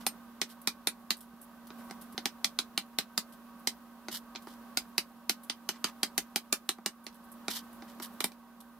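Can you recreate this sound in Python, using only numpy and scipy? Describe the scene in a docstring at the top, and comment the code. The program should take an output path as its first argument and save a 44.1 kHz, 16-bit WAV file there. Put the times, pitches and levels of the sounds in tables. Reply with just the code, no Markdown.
"""In a small kitchen an appliance hums and its fan whirs: a wavering tone, shaped noise and flickering hiss.
A steel knife dices soft fruit on a plastic board under a phone: sharp taps from the start, the first with
a steel clink, then softer touches, more taps, a quick run from about 5 s and scattered taps at the end.
Taps are noise cracks with ringing board tones. In between, the blade scrapes, hands bump the board and wet
fruit and fingers smack: grainy noise for scrapes and smacks, low board tones for bumps. A smack comes last.
"""
import sys
import numpy as np
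from scipy import signal
from scipy.fft import rfft, irfft, next_fast_len
from scipy.io import wavfile
from scipy.ndimage import map_coordinates

SR = 44100
rng = np.random.default_rng(int(sys.argv[2]) if len(sys.argv) > 2 else 0)


def ratio(d):
    """dB to gain"""
    e = np.asarray(d, float) / 20
    return 10 ** e


def materialize(psi):
    """Save the field psi as 16-bit PCM at rate SR to the path in sys.argv[1].

    A 1-D psi becomes a single channel; in a 2-D psi each row is a channel.
    """
    bounded = np.clip(np.atleast_2d(psi).T, -1, 1)
    quanta = np.round(bounded * 32767).astype(np.int16)
    wavfile.write(sys.argv[1], SR, quanta)


N = 387638

# The whole background swells and sinks. Each row: time in seconds, hum level in dB.
BACKGROUND_LEVEL = [(0.0, -51), (0.25, -54), (1.25, -56.5), (1.68, -54), (1.8, -50), (2.3, -53.5),
                    (3.0, -55.5), (3.6, -54), (3.95, -55), (4.7, -52), (5.1, -56), (5.7, -55),
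                    (6.05, -53.5), (6.9, -59), (7.38, -53), (7.5, -52), (8.22, -51), (8.36, -57),
                    (8.79, -57)]
# Colour of the fan noise. Each row: frequency in Hz, relative level in dB per Hz.
FAN_COLOUR = [(20, -24.5), (54, -7), (68, -12.5), (140, -17), (200, 2), (300, -7), (470, -13), (700, -8.5),
              (1400, -13.5), (1800, -16), (2600, -27), (5000, -100)]
# Resonances of the fan's duct. Each row: frequency in Hz, width in Hz, boost in dB.
DUCT_RESONANCES = [(569.4, 37, 7.8), (776, 12, 9.8), (957, 33, 11.5), (1087, 43, 9.6), (1126.7, 25, 10.9),
                   (1237, 76, 9.3), (1538, 47, 11.1)]
# Colour of the background hiss. Each row: frequency in Hz, relative level in dB per Hz.
TREBLE_COLOUR = [(1060, -27), (1800, -25), (2560, 4.5), (3740, 2.5), (4990, 0), (8010, -4.5), (13600, 2.5),
                 (15600, 0.5), (16500, -38)]
# How alike left and right are in the background. 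Each row: frequency in Hz, likeness from 0 to 1.
BACKGROUND_LIKENESS = [(60, 0.84), (1400, 0.94), (3100, 0), (15000, 0.2)]
# How long the kitchen rings. Each row: frequency in Hz, seconds to fall by 60 dB.
KITCHEN_DECAY = [(200, 0.15), (600, 0.068), (1400, 0.11), (4000, .1), (10000, 0.1)]

# Hands bumping the board. Each row: start in seconds, level in dB.
BUMP_EVENTS = [(1.335, -36), (2.023, -38), (2.146, -29), (2.748, -44), (4.133, -36)]
# Blade and fingers sliding on the board. Each row: start in seconds, length in seconds, rasp level in dB,
# hiss in dB over the rasp, drag in dB over the rasp.
SLIDES = [(0, 0.031, -54.5, -2, -2), (0.483, 0.056, -60, 2, -12), (1.775, .045, -65, 6, 5),
          (4.106, 0.071, -41.5, -1.8, -16), (4.345, 0.024, -48.5, -12.5, -0.5), (4.463, .09, -61, -2.5, -8),
          (5.722, 0.061, -61, -13, -1), (5.85, 0.057, -52, -3, 3), (7.494, 0.1, -39.5, -3, -15),
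          (7.873, 0.048, -58.5, -3, -4), (8.014, 0.049, -46, 1.5, -15)]
# Wet pieces and fingers parting. Each row: start in seconds, hiss level in dB, rasp in dB over the hiss.
WET_SMACKS = [(0.616, -52, -18), (1.169, -49, -14), (1.2054, -45.5, -10.5), (1.4149, -45, -24),
              (1.67, -54.5, -6), (2.0121, -47, -8), (2.1239, -56.5, -7), (3.292, -59.5, -13),
              (3.324, -55.5, -5), (3.594, -60, -16), (4.4228, -58, -3), (5.434, -49.5, -13),
              (7.04, -55, -26), (7.127, -65, 5), (7.144, -56, -18), (7.243, -63, -14), (7.3168, -48.5, -23),
              (7.7288, -56, -19), (8.6035, -52, -6.5)]
# Colour of the rasp of sliding. Each row: frequency in Hz, relative level in dB per Hz.
RASP_COLOUR = [(1060, -24), (1800, -16.5), (2650, -24), (2930, -8), (4450, -10), (5300, -10), (6890, -16.5),
               (8000, -15), (10400, -45), (17600, -120)]
# Colour of the hiss of sliding. 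Each row: frequency in Hz, relative level in dB per Hz.
HISS_COLOUR = [(4410, -31), (7500, -16), (8120, -10.5), (12300, -5), (15000, -10), (16000, -34)]
# The board rattling under a pressed blade. Each row: frequency in Hz, relative level in dB per Hz.
DRAG_COLOUR = [(500, -40), (900, 0), (1300, -5), (2000, -4.5), (2700, -11), (4000, -40)]

# Steel touching steel. Each row: start in seconds, level in dB.
CLINK_EVENTS = [(.066, -26.5), (8.206, -46)]
# Tones of free steel. Each row: frequency in Hz, relative level in dB, seconds to fall by 60 dB.
STEEL_MODES = [(620, -13.5, 0.035), (782, 8.5, 0.021), (910, -3.5, 0.028), (3470, -2, 0.028),
               (5240, -5, 0.08), (8650, -5, 0.11), (9850, 1, 0.055), (12650, -2, 0.091)]
# Tones that ring out when a blow lands; most belong to the struck board and blade, while the short, strong ones
# near 4.1-4.9 kHz lend every blow a bright colour. Each row: typical frequency in Hz, typical relative level in
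# dB, # seconds to fall by 60 dB.
BOARD_MODES = [(227.4, -0.5, 0.027), (350, 7.5, 0.0097), (800, -5, 0.028), (1465, -9.5, 0.033),
               (2067, 0, 0.012), (2395, -5.5, 0.026), (3055, -16, 0.055), (3570, -37, 0.0074),
               (3817, -9.5, 0.012), (4114, 7, 0.0068), (4870, 7, 0.0053), (4360, 2.5, 0.0032),
               (5730, -21, 0.028), (6320, -7, 0.024), (8390, -3, 0.016), (9600, -8, 0.052),
               (12660, -12, 0.013)]
# Blade meeting board; a flat, heavy landing has weight, a bare edge is keen. Each row: time in seconds,
# level in dB, weight in dB, keenness in dB.
TAP_EVENTS = [(0.0647, -12.5, 1.5, 5), (0.4147, -10, 0.5, -1.5), (0.6729, -8, 0, 1),
              (0.871, -8.5, 0.5, 4.5), (1.105, -7, -3.5, -2), (1.703, -35.5, 16, -18), (1.898, -41, 14, -3),
              (1.9085, -30, 14.5, 1.5), (2.1777, -16.5, 5.5, -7), (2.2555, -10.5, 3, -1),
              (2.4439, -6.5, -4, -1), (2.588, -8, -3, -2.5), (2.7762, -9, -0.5, -1), (2.9856, -8.5, 0, 0),
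              (3.1766, -9, 0, 2.5), (3.6721, -8.5, -1.5, 2), (4.0832, -23.5, 11.5, -2.5),
              (4.35, -30, 10, -15), (4.358, -22, -1, -32), (4.47, -42, 25, -3), (4.7715, -8.5, 0.5, 1.5),
              (4.9795, -6.5, -2, 0.5), (5.2943, -7.5, -1, 3), (5.4973, -12.5, -2, -6.5), (5.689, -12, 2, 1),
              (5.842, -9, 2, -1.5), (6.031, -8, 1, 2.5), (6.178, -10, 3, 6), (6.3588, -10, 2.5, 4.5),
              (6.5258, -9, 3, 7), (6.6901, -10, 0.5, 3.5), (6.784, -53, 33, 8), (6.86, -12, 3.5, 3.5),
              (7.0654, -24, 3, -2), (7.4811, -15.5, 9, -1), (7.8213, -37, 18, -19),
              (7.9986, -32.5, 17.5, 1), (8.204, -15, 5, 4), (8.2409, -13, 6.5, 9), (8.318, -39.5, 6, 2)]
# Thud, knock, clack, tap and edge of one blow. Each row: lowest Hz, highest Hz, energy in dB over the
# tap's level, size of the left-right difference, dB gained per dB of weight.
BLOW_BANDS = [(194.6, 480, -4.5, 0.32, 1.0246), (586, 1196, -6, 0.23, 1.03), (1213, 2270, -2.5, 0.46, 0.62),
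              (2500, 6320, 8.5, 0.95, 0), (7040, 14100, 2, 1.02, 0)]
# The board and the kitchen are stronger on the right. Each row: gain of one microphone, left then right.
MICROPHONE_GAINS = [
    [.89],
    [1.12],
]

HUM_HZ = 235.1
FAN_DB, TREBLE_DB, FLICKER_DB = -2.5, -11.5, -13  # fan over hum, hiss over hum, flicker over hiss
PRESS_S, LIFT_S, SMACK_T60 = 0.011, 0.029, 0.11  # s: pressing on, letting go, a smack falling by 60 dB
LEAD_IN = 0.003  # s the edge hisses through the last of the fruit


def unit(x):
    """Scales a sound to an average strength (rms) of 1."""
    return x / np.sqrt(np.mean(x ** 2) + 1e-20)


def along(points, hz):
    """Reads a table of (Hz, value) between its points, on a log pitch axis."""
    f, v = np.transpose(points)
    return np.interp(np.log(hz + 1), np.log(f + 1), v)


def wobble(rate):
    """A smooth random curve with this many knots a second."""
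    knots = rng.standard_normal(int(N * rate / SR) + 4)
    return map_coordinates(knots, [np.arange(N) * rate / SR])


def filtered(x, response):
    """Shapes the spectrum of x with a function of frequency."""
    m = next_fast_len(x.shape[-1] + 4096)
    spectrum = rfft(x, m) * response(np.fft.rfftfreq(m, 1 / SR))
    return irfft(spectrum, m)[..., :x.shape[-1]]


def rush(colour_db, likeness):
    """Stereo noise of rms 1: shared noise plus a left-right difference sets how alike the sides are."""
    def response(hz):
        turn = np.arccos(np.clip(along(likeness, hz), 0, 1)) / 2
        return ratio(colour_db(hz)) * [np.cos(turn), np.sin(turn)]

    mid, side = filtered(rng.standard_normal((2, N)), response)
    return unit(np.array([mid + side, mid - side]))


def ring(modes, t, scatter_db, detune, spread=.0001):
    """Dying tones with new strengths and pitches each time, a little different at each microphone."""
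    hz, db, t60 = np.transpose(modes)[:, :, None]
    hz = hz * (1 + detune * rng.standard_normal(hz.shape))
    size = ratio(db + scatter_db * rng.standard_normal(hz.shape) - 60 * t / t60)
    apart = spread * hz * rng.standard_normal((2,) + hz.shape)  # phase difference grows with pitch
    return np.sum(size * np.sin(2 * np.pi * hz * t + apart), axis=1)


def kitchen(x, wet_db):
    """Adds the room's answer: a fresh noise tail per ear, each frequency dying at its own speed."""
    hz, t, z = signal.stft(rng.standard_normal((2, SR // 8)), SR, nperseg=128)
    decay = ratio(-60 * t / along(KITCHEN_DECAY, hz)[:, None])
    tail = signal.istft(z * decay, SR, nperseg=128)[1]
    tail *= 1 - np.exp(-np.arange(tail.shape[1]) / SR / 0.00037)  # soft start
    tail /= np.linalg.norm(tail[0])
    return x + ratio(wet_db) * signal.fftconvolve(x, tail, axes=1)[:, :x.shape[1]]


def room_tone():
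    """A wavering hum, fan noise coloured by a duct, and hiss in which faint rustles flicker."""
    seconds, level_db = np.transpose(BACKGROUND_LEVEL)
    hum_db = np.interp(np.arange(N) / SR, seconds, level_db)
    treble_db = hum_db + TREBLE_DB

    phase = 2 * np.pi * HUM_HZ * np.arange(N) / SR + 0.15 * wobble(22)
    side = np.array([[1], [-1]])  # left, right
    lean = ratio(-.5 * side)  # the hum leans a little further to the right
    hum = np.sqrt(2) * lean * ratio(hum_db + 0.46 * wobble(28)) * np.sin(phase - .12 * side)

    def fan_colour(hz):
        duct = sum(db / (1 + (2 * (hz - centre) / width) ** 2) for centre, width, db in DUCT_RESONANCES)
        return along(FAN_COLOUR, hz) + duct

    fan = ratio(hum_db + FAN_DB) * rush(fan_colour, BACKGROUND_LIKENESS)
    treble = ratio(treble_db) * rush(lambda hz: along(TREBLE_COLOUR, hz), BACKGROUND_LIKENESS)
    flicker_level = ratio(treble_db + FLICKER_DB + 5 * wobble(45))
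    flicker = flicker_level * rush(lambda hz: along(HISS_COLOUR, hz), [(8000, .3)])
    return hum + fan + treble + flicker


def bumps():
    """A soft push by a hand wakes only the two lowest tones of the board."""
    out, t = np.zeros((2, N + SR)), np.arange(SR // 10) / SR
    for s, db in BUMP_EVENTS:
        push = (1 - np.exp(-t / 0.0062)) * ring(BOARD_MODES[:2], t, scatter_db=0.5, detune=.05)
        out[:, round(s * SR):][:, :len(t)] += ratio(db) * push
    return out[:, :N]


def scrapes_and_smacks():
    """Sliding and wet parting are dense grains of friction: a rasp and a hiss, and in slides a low drag."""
    grain = ratio(2 * wobble(900) + 2 * wobble(200) + 1.5 * wobble(50))
    rasp = rush(lambda hz: along(RASP_COLOUR, hz), [(2000, 0.68), (8000, 0.14)])
    hiss = rush(lambda hz: along(HISS_COLOUR, hz), [(8000, 0.14)])
    drag = rush(lambda hz: along(DRAG_COLOUR, hz), [(1000, .9)])
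    noises = np.array([unit(grain * noise) for noise in (rasp, hiss, drag)])

    levels, t = np.zeros((3, N + SR)), np.arange(SR // 4) / SR
    for s, length, db, hiss_db, drag_db in SLIDES:
        press = np.minimum(t / PRESS_S, 1) ** 2
        lift = np.exp(-np.maximum(t - length + LIFT_S, 0) ** 2 / LIFT_S ** 2)
        strengths = ratio([[db], [db + hiss_db], [db + drag_db]])
        levels[:, max(round(s * SR), 0):][:, :len(t)] += strengths * press * lift
    for s, db, rasp_db in WET_SMACKS:
        strengths = ratio([[db + rasp_db], [db]])
        levels[:2, round(s * SR):][:, :len(t)] += strengths * ratio(-60 * t / SMACK_T60)
    return np.sum(levels[:, None, :N] * noises, axis=0)


def clinks():
    """Undamped steel rings on after the blow and wakes the kitchen a little."""
    out, t = np.zeros((2, N + SR)), np.arange(SR // 5) / SR
    for s, db in CLINK_EVENTS:
        onset = 1 - np.exp(-(t / .0015) ** 2)
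        steel = onset * ring(STEEL_MODES, t, scatter_db=1, detune=0, spread=.00004)
        out[:, round(s * SR):][:, :len(t)] += ratio(db) * kitchen(steel, wet_db=-15.5)
    return out[:, :N]


def band(x, low_hz, high_hz, apart):
    """One frequency band of a blow, with energy 1 at each microphone."""
    y = signal.sosfilt(signal.butter(4, [low_hz, high_hz], "band", fs=SR, output="sos"), x)
    shared = y.mean(axis=0)
    y = shared + apart * (y - shared)  # long waves reach both microphones alike
    return y / np.linalg.norm(y, axis=1, keepdims=True)


def taps():
    """The edge meets the board: a crack, short ringing, and a colour set by where and how it lands."""
    out, t = np.zeros((2, N + SR)), np.arange(SR // 6) / SR - LEAD_IN  # contact is at t = 0
    for s, db, weight_db, keen_db in TAP_EVENTS:
        strike_db = np.where(t < 0, -24 + 60 * t / 0.022, -60 * t / 0.011)
        shared_noise = .5 * rng.standard_normal(len(t))
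        crack = ratio(strike_db) * (shared_noise + rng.standard_normal((2, len(t))))
        ringing = (t > 0) * ring(BOARD_MODES, t, scatter_db=4.5, detune=0.017)
        blow = kitchen(ringing + 5.3 * crack, wet_db=-3)

        *body, edge = [ratio(energy_db + share * weight_db) * band(blow, low, high, apart)
                       for low, high, energy_db, apart, share in BLOW_BANDS]
        start = round((s + .001 - LEAD_IN) * SR)  # contact falls 1 ms after the listed time
        out[:, start:][:, :len(t)] += ratio(db) * (sum(body) + ratio(keen_db) * edge)
    return out[:, :N]


def scene():
    """Adds up all the sounds at the two microphones."""
    return MICROPHONE_GAINS * (room_tone() + bumps() + scrapes_and_smacks() + clinks() + taps())


def low_pass(x):
    """Removes everything above the highest recorded frequency."""
    return signal.sosfilt(signal.butter(12, 16800, fs=SR, output="sos"), x)


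def record(dry):
    """The phone takes in the finished mix."""
    return low_pass(dry)


dry = scene()
out = record(dry)
materialize(out)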